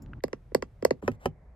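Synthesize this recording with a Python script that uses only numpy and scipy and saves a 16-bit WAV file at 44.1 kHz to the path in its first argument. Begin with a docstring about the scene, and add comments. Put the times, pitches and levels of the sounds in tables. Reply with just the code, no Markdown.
"""Close fingernail taps in a quiet parked car. First, over a low outdoor rumble, comes a brief, thin, high
squeak or bird chirp, and a key fob ticks in the hand. Then the scene changes to the hush of the cabin, and
nails tap the steering wheel's emblem in three quick groups: each impact gives a sharp click, a brief ring and a
hollow thump of the padded hub. Last, after another change of scene, fingers brush and tap a small plastic case
in the console, exciting its modes. Reflections in the cabin add a short, dull ring to the taps and the
brushing."""
import sys
import numpy as np
from scipy import signal
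from scipy.fft import rfft, irfft, next_fast_len
from scipy.io import wavfile

SR = 44100
rng = np.random.default_rng(int(sys.argv[2]) if len(sys.argv) > 2 else 0)


def bounce(signal):
    """Save signal as a 16-bit WAV file at the path given by the first command-line argument."""
    frames = np.transpose(np.atleast_2d(signal))
    limited = np.clip(frames, -1, 1)
    pcm = np.round(limited * 32767).astype(np.int16)
    wavfile.write(sys.argv[1], SR, pcm)


N = 68355

# background spectra outdoors, at the wheel and at the console (frequency [Hz], relative density [dB])
OUTDOOR_SPECTRUM = [(30, 4), (65, 1.5), (150, -2.5), (290, -11.5), (480, -26.5), (900, -30), (2100, -45.5),
                    (3200, -55), (7000, -63), (16000, -77)]
CABIN_HUM_SPECTRUM = [(30, -3.5), (60, -3), (130, -9.5), (280, -32), (600, -32), (1200, -43), (2100, -46.5),
                      (2900, -54), (7000, -62.5), (13000, -66), (16000, -79)]
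CONSOLE_HUM_SPECTRUM = [(30, 4), (55, 7.5), (110, -7.5), (170, -7), (300, -20.5), (550, -17.5),
                        (1000, -26.5), (1400, -34), (2100, -31), (2800, -51), (7000, -56), (13000, -63),
                        (16000, -75)]
# a thin squeak or bird chirp near 7 kHz, heard with the key fob's ticks
# (time [s], level [dB], centre [Hz], width [octaves], t60 [s])
CHIRP_AND_TICKS = [(0.0205, -18, 7110, .06, 0.069), (0.02, -28.5, 5420, 0.14, .05),
                   (0.021, -32, 12500, 0.26, 0.054), (0.062, -25, 1900, 0.78, 0.005),
                   (0.1335, -7.5, 1340, 0.6, 0.018), (0.2050, -23, 1900, 0.47, 0.018)]
# taps on the emblem (time [s], thump level [dB], thump pitch [Hz], extra gain of the deeper swells [dB],
# click and ring level [dB], treble corner [Hz], spot [0 middle to 1 end])
EMBLEM_TAPS = [(0.2379, -14, 502, 2, -8, 11000, 0.06), (0.2815, -38.5, 510, -5, -29.5, 11000, 0.9),
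               (0.331, -21, 450, 1.5, -13, 5560, 1), (0.5183, -34, 454, 2.5, -34, 2500, 0.97),
               (0.5479, -7, 492.5, -1, -1, 15000, .05), (0.6243, -21.5, 475, 2, -7, 6060, 0.93),
               (0.8250, -20, 469, 4.5, -17, 6500, 1), (0.8499, -4, 516, -10.5, 1.5, 14700, 0.35),
               (0.9079, -10, 502, 1.5, -5.5, 7140, 0.29)]
# damped swells of the padded hub (frequency [multiple of the thump pitch], level [dB], crest time [s])
HUB_SWELLS = [(1.0, -0.5, 0.0033), (.68, -11, 0.00544), (.47, -17, 0.0082), (.28, -25, 0.012)]
# spectrum of a nail's click on the emblem (frequency [Hz], gain [dB])
EMBLEM_CLICK_SPECTRUM = [(300, -31), (1000, 3), (2100, 7), (3300, -17.5), (4500, -7.5), (5800, -1),
                         (7000, -0.5), (10000, -9.5), (13200, 3), (14800, -13), (17000, -17.5)]
# modes of emblem and cover
# (frequency [Hz], level struck mid [dB], level struck at the end [dB], t60 [s], left minus right [dB])
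EMBLEM_MODES = [(790, -14, -54.5, 0.023, -30), (988, -16.5, -15, 0.018, -2), (1150, -33, -33, 0.042, -3.5),
                (1363, -48.5, -27, 0.044, -11.5), (1652, -19, -27, 0.013, -6.5),
                (1986, -16.5, -17, 0.0096, 0.5), (2711, -44.5, -43.5, 0.036, 6),
                (3200, -44, -28.5, 0.0098, -21.5), (4500, -16.5, -28.5, 0.012, -39),
                (4980, -29.5, -37.5, 0.032, -8.5), (5190, -15.5, -37, 0.004, -12.5)]
# spectrum of the cabin's reflections (frequency [Hz], gain [dB])
REFLECTION_SPECTRUM = [(80, -11.5), (200, -13), (450, -21), (800, -13.5), (1300, -20), (2000, -22.5),
                       (3300, -12), (4700, -19), (8000, -19), (10300, -22), (12500, -29), (15000, -29.5)]
# finger strokes on the case (time [s], duration [s], first level [dB], last level [dB])
BRUSH_STROKES = [(1.016, 0.077, -54, -59), (1.067, .1, -68.5, -62.5), (1.192, 0.078, -63.5, -49)]
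# spectrum of the sliding friction (frequency [Hz], gain [dB])
FRICTION_SPECTRUM = [(200, 9.5), (550, 14), (1300, 8), (2500, -0.5), (4800, -13.5), (6000, -9), (7800, -11),
                     (10300, -17), (12800, -14), (14200, -22), (16500, -38)]
# knocks on the case (time [s], body level [dB], pitch [ratio], body cutoff [Hz],
# click level [dB], click cutoff [Hz], spot [0 lid to 1 rim])
CASE_KNOCKS = [(1.0243, -17.5, .92, 970, -35, 9240, 0.063), (1.032, -6.5, 0.736, 230, -54, 3000, .05),
               (1.0783, 1, 0.9404, 3500, -8.5, 5960, 0.11), (1.1160, -47, 0.63, 1500, -26.5, 11400, 0.32),
               (1.2571, 2, 0.93, 3640, -7, 10000, 0.96)]
# modes of the case in its holder
# (frequency [Hz], level struck on lid [dB], level struck on rim [dB], t60 [s], left minus right [dB])
CASE_MODES = [(116.3, -20.5, -34, .16, 1), (165.8, -23, -23, 0.11, -1), (259.6, -14, -22.5, 0.091, -3),
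              (393.6, -9.5, -13.5, 0.043, -5.5), (485, -14.5, -25, 0.032, 5.5),
              (599, -11.5, -14.5, 0.04, -12), (837, -20.5, -15, 0.02, 1), (1069, -28.5, -34, 0.037, 9),
              (1373, -28.5, -32.5, 0.034, 4), (1592, -30, -55, 0.028, 6.5), (1932, -30, -37.5, 0.028, 4.5),
              (2714, -39.5, -57, 0.055, -2), (3234, -40, -29.5, 0.032, -9.5),
              (5335, -33.5, -33.5, 0.03, -24)]
# spectrum of a nail's click on the case (frequency [Hz], gain [dB])
CASE_CLICK_SPECTRUM = [(300, 21.5), (1000, 1.5), (2000, 13), (3500, -5.5), (5000, -5), (6200, -1),
                       (8000, -9), (13000, -6), (16500, -18)]

OUTDOORS_END_S, CABIN_START_S, CONSOLE_START_S, CROSSFADE_S = .2, .228, 1.015, .014
BUILD_S, BUILD_REFERENCE_HZ, BUILD_EXPONENT = .015, 200, 1.436  # low modes take longer to build up
CASE_LEFT_DELAY_S = -.000252  # negative: the case is heard first on the left
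FFT_SIZE = 2 * next_fast_len(N)
BIN_HZ = np.arange(FFT_SIZE // 2 + 1) * SR / FFT_SIZE


def undb(db):
    """Amplitude ratio of a level in decibels."""
    return 10 ** (np.asarray(db) / 20)


def age(start):
    """Seconds elapsed since an onset, zero before it."""
    return np.maximum(np.arange(N) / SR - start, 0)


def decay(t, t60):
    """Exponential damping: the level falls 60 dB in t60 seconds."""
    return np.exp(-np.log(1000) * t / t60)


def colour(x, points):
    """Minimum-phase filter through points of (frequency [Hz], gain [dB])."""
    hz, db = np.array(points, float).T
    curve_db = np.interp(np.log(BIN_HZ + 1), np.log(hz), db)
    cepstrum = irfft(np.log(undb(curve_db)))
    cepstrum[1:FFT_SIZE // 2] *= 2  # folding the cepstrum makes the filter causal
    cepstrum[FFT_SIZE // 2 + 1:] = 0
    return irfft(rfft(x, FFT_SIZE) * np.exp(rfft(cepstrum)))[..., :N]


def lowpass(x, hz, order=2):
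    """Butterworth low-pass: above the cutoff the level falls 6 dB an octave per order."""
    return signal.sosfilt(signal.butter(order, hz, fs=SR, output="sos"), x + 1e-18)


def stereo(x, left_delay_s, left_db=0):
    """Differences of arrival time and level between two microphones give a source its direction."""
    delay = np.exp(-2j * np.pi * BIN_HZ * left_delay_s)
    left = irfft(rfft(x, FFT_SIZE) * delay)[:N]
    return np.array([undb(left_db) * left, x])


def rumble(spectrum, db, diffuse_hz=900):
    """Diffuse noise field: long waves reach both microphones alike, short waves differ."""
    mid, side = colour(rng.standard_normal((2, N)), spectrum)
    side = .65 * (side - lowpass(side, diffuse_hz, order=1))
    return undb(db) * np.array([mid + side, mid - side]) / np.std(mid)


def background():
    """Stationary noise in turn: open air, then the cabin at the wheel, then at the console."""
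    def rise(start):
        return np.minimum(age(start) / CROSSFADE_S, 1)

    outdoors = rumble(OUTDOOR_SPECTRUM, db=-40.5) * (1 - rise(OUTDOORS_END_S - CROSSFADE_S / 2))
    at_wheel = rise(CABIN_START_S - CROSSFADE_S) * (1 - rise(CONSOLE_START_S - CROSSFADE_S))
    cabin_hum = rumble(CABIN_HUM_SPECTRUM, db=-49) * at_wheel
    console_hum = rumble(CONSOLE_HUM_SPECTRUM, db=-50.5) * rise(CONSOLE_START_S)
    return outdoors + cabin_hum + console_hum


def burst(start, t60, crack_share=0, crack_t60=.0025):
    """Damped noise of unit energy, of which a share may go to a sharp crack at the onset."""
    t = age(start)
    crack_power = crack_share * decay(t, crack_t60) ** 2 / crack_t60
    vibration_power = (1 - crack_share) * decay(t, t60) ** 2 / t60
    noise = rng.standard_normal(N) * (t > 0) * np.sqrt(crack_power + vibration_power)
    return noise / np.sqrt(np.sum(noise ** 2))


def chirp_and_key_fob(skirt_db=-18, far_db=-55):
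    """Bandwidth sets timbre: a narrow burst is a thin squeak or chirp, short wide ones the fob's ticks."""
    sounds = 0
    for start, db, centre_hz, octaves, t60 in CHIRP_AND_TICKS:
        band_hz = centre_hz * 2. ** (octaves * np.array([-4, -2, 0, 2, 4]))
        band = list(zip(band_hz, [far_db, skirt_db, 0, skirt_db, far_db]))
        sounds = sounds + undb(db) * colour(burst(start, t60), band)
    return sounds


def hub_thumps(steepness=4.5):
    """Heavy damping: after each tap the padded hub swells and dies away in about three cycles."""
    thumps = 0
    for start, thump_db, thump_hz, deep_db, *_ in EMBLEM_TAPS:
        t = age(start)
        for k, (multiple, db, crest_s) in enumerate(HUB_SWELLS):
            gain = undb(thump_db + db + deep_db * (k > 0))
            swell = (t / crest_s * np.exp(1 - t / crest_s)) ** steepness
            thumps = thumps - gain * swell * np.sin(2 * np.pi * thump_hz * multiple * (t - crest_s))
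    return stereo(thumps, left_delay_s=.00036, left_db=-2.5)


def soft_contact(x, corner_hz):
    """Contact time limits bandwidth: a flatter nail lands more softly and excites less treble."""
    return colour(x, [(corner_hz / 2, 0), (corner_hz, -3), (corner_hz * 2, -19), (corner_hz * 4, -38)])


def modal_ring(start, modes, pitch, spot):
    """Superposition of damped modes; the point of impact sets how strongly each is excited."""
    t, ring = age(start), 0
    for k, (hz, first_db, second_db, t60, left_db) in enumerate(modes):
        db = np.interp(spot, [0, 1], [first_db, second_db])
        gains = (-1) ** k * undb([[db + left_db], [db]])  # successive modes alternate in sign
        build_s = BUILD_S * (BUILD_REFERENCE_HZ / hz) ** BUILD_EXPONENT
        envelope = (1 - np.exp(-(t / build_s) ** 2)) * decay(t, t60)
        ring = ring + gains * envelope * np.sin(2 * np.pi * hz * pitch * t)
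    return ring


def emblem_taps(detune=.01527):
    """Impulsive excitation: each nail gives a broadband click and sets the emblem's modes ringing."""
    clicks, rings = 0, 0
    for start, *_, db, corner_hz, spot in EMBLEM_TAPS:
        click = burst(start, t60=.018, crack_share=.72)
        clicks = clicks + undb(db) * soft_contact(click, corner_hz)
        pitch = 1 + detune * rng.uniform(-1, 1)  # finger pressure shifts the modes from tap to tap
        ring = modal_ring(start, EMBLEM_MODES, pitch, spot)
        rings = rings + undb(db) * soft_contact(ring, corner_hz)
    return rings + stereo(colour(clicks, EMBLEM_CLICK_SPECTRUM), left_delay_s=-.000238)


def cabin_reflections(direct, low_t60=.15, high_t60=.081, split_hz=400, onset_s=.0076, width=.95):
    """Reverberation: upholstery absorbs the reflections quickly, the treble sooner than the bass."""
    t, reflections = age(0), []
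    onset = np.minimum(t / onset_s, 1) ** 2
    shared = rng.standard_normal(N)
    for channel in direct:
        noise = (shared + width * rng.standard_normal(N)) / np.hypot(1, width)
        low = lowpass(noise, split_hz)
        tail = (low * decay(t, low_t60) + (noise - low) * decay(t, high_t60)) * onset
        response = colour(tail / np.sqrt(np.sum(tail ** 2)), REFLECTION_SPECTRUM)
        reflections.append(signal.fftconvolve(channel, response)[:N])
    return np.array(reflections)


def finger_brushing(grain_db=4, edge_s=.014):
    """Sliding friction: fingertips on the case make a fine hiss of randomly varying amplitude."""
    envelope = 0
    for start, duration, first_db, last_db in BRUSH_STROKES:
        t = age(start)
        gate = np.clip(np.minimum(t, duration - t) / edge_s, 0, 1)
        envelope = envelope + gate * undb(np.interp(t, [0, duration], [first_db, last_db]))
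    grains = rng.standard_normal(N) * undb(grain_db * rng.standard_normal(N))
    return stereo(colour(envelope * grains, FRICTION_SPECTRUM), CASE_LEFT_DELAY_S)


def case_knocks():
    """Free vibration: each knock clicks and leaves the hollow case ringing in its holder."""
    body, clicks = 0, 0
    for start, body_db, pitch, body_hz, click_db, click_hz, spot in CASE_KNOCKS:
        ring = modal_ring(start, CASE_MODES, pitch, spot)
        body = body + undb(body_db) * lowpass(ring, body_hz)
        click = burst(start, t60=.034, crack_share=.1)
        clicks = clicks + undb(click_db) * lowpass(click, click_hz, order=1)
    return body + stereo(colour(clicks, CASE_CLICK_SPECTRUM), CASE_LEFT_DELAY_S)


def scene():
    """Linear superposition of background, chirp, key fob, direct sound in the car and its reflections."""
    direct = hub_thumps() + emblem_taps() + finger_brushing() + case_knocks()
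    return background() + chirp_and_key_fob() + direct + cabin_reflections(direct)


def record(dry, low_cut_hz=37.4, high_cut_hz=16900):
    """Band limiting: the phone cuts the deepest bass and the top of the treble."""
    bass_cut = signal.butter(4, low_cut_hz, "high", fs=SR, output="sos")
    treble_cut = signal.ellip(8, .2, 80, high_cut_hz, fs=SR, output="sos")
    return signal.sosfilt(treble_cut, signal.sosfilt(bass_cut, dry))


dry = scene()
out = record(dry)
bounce(out)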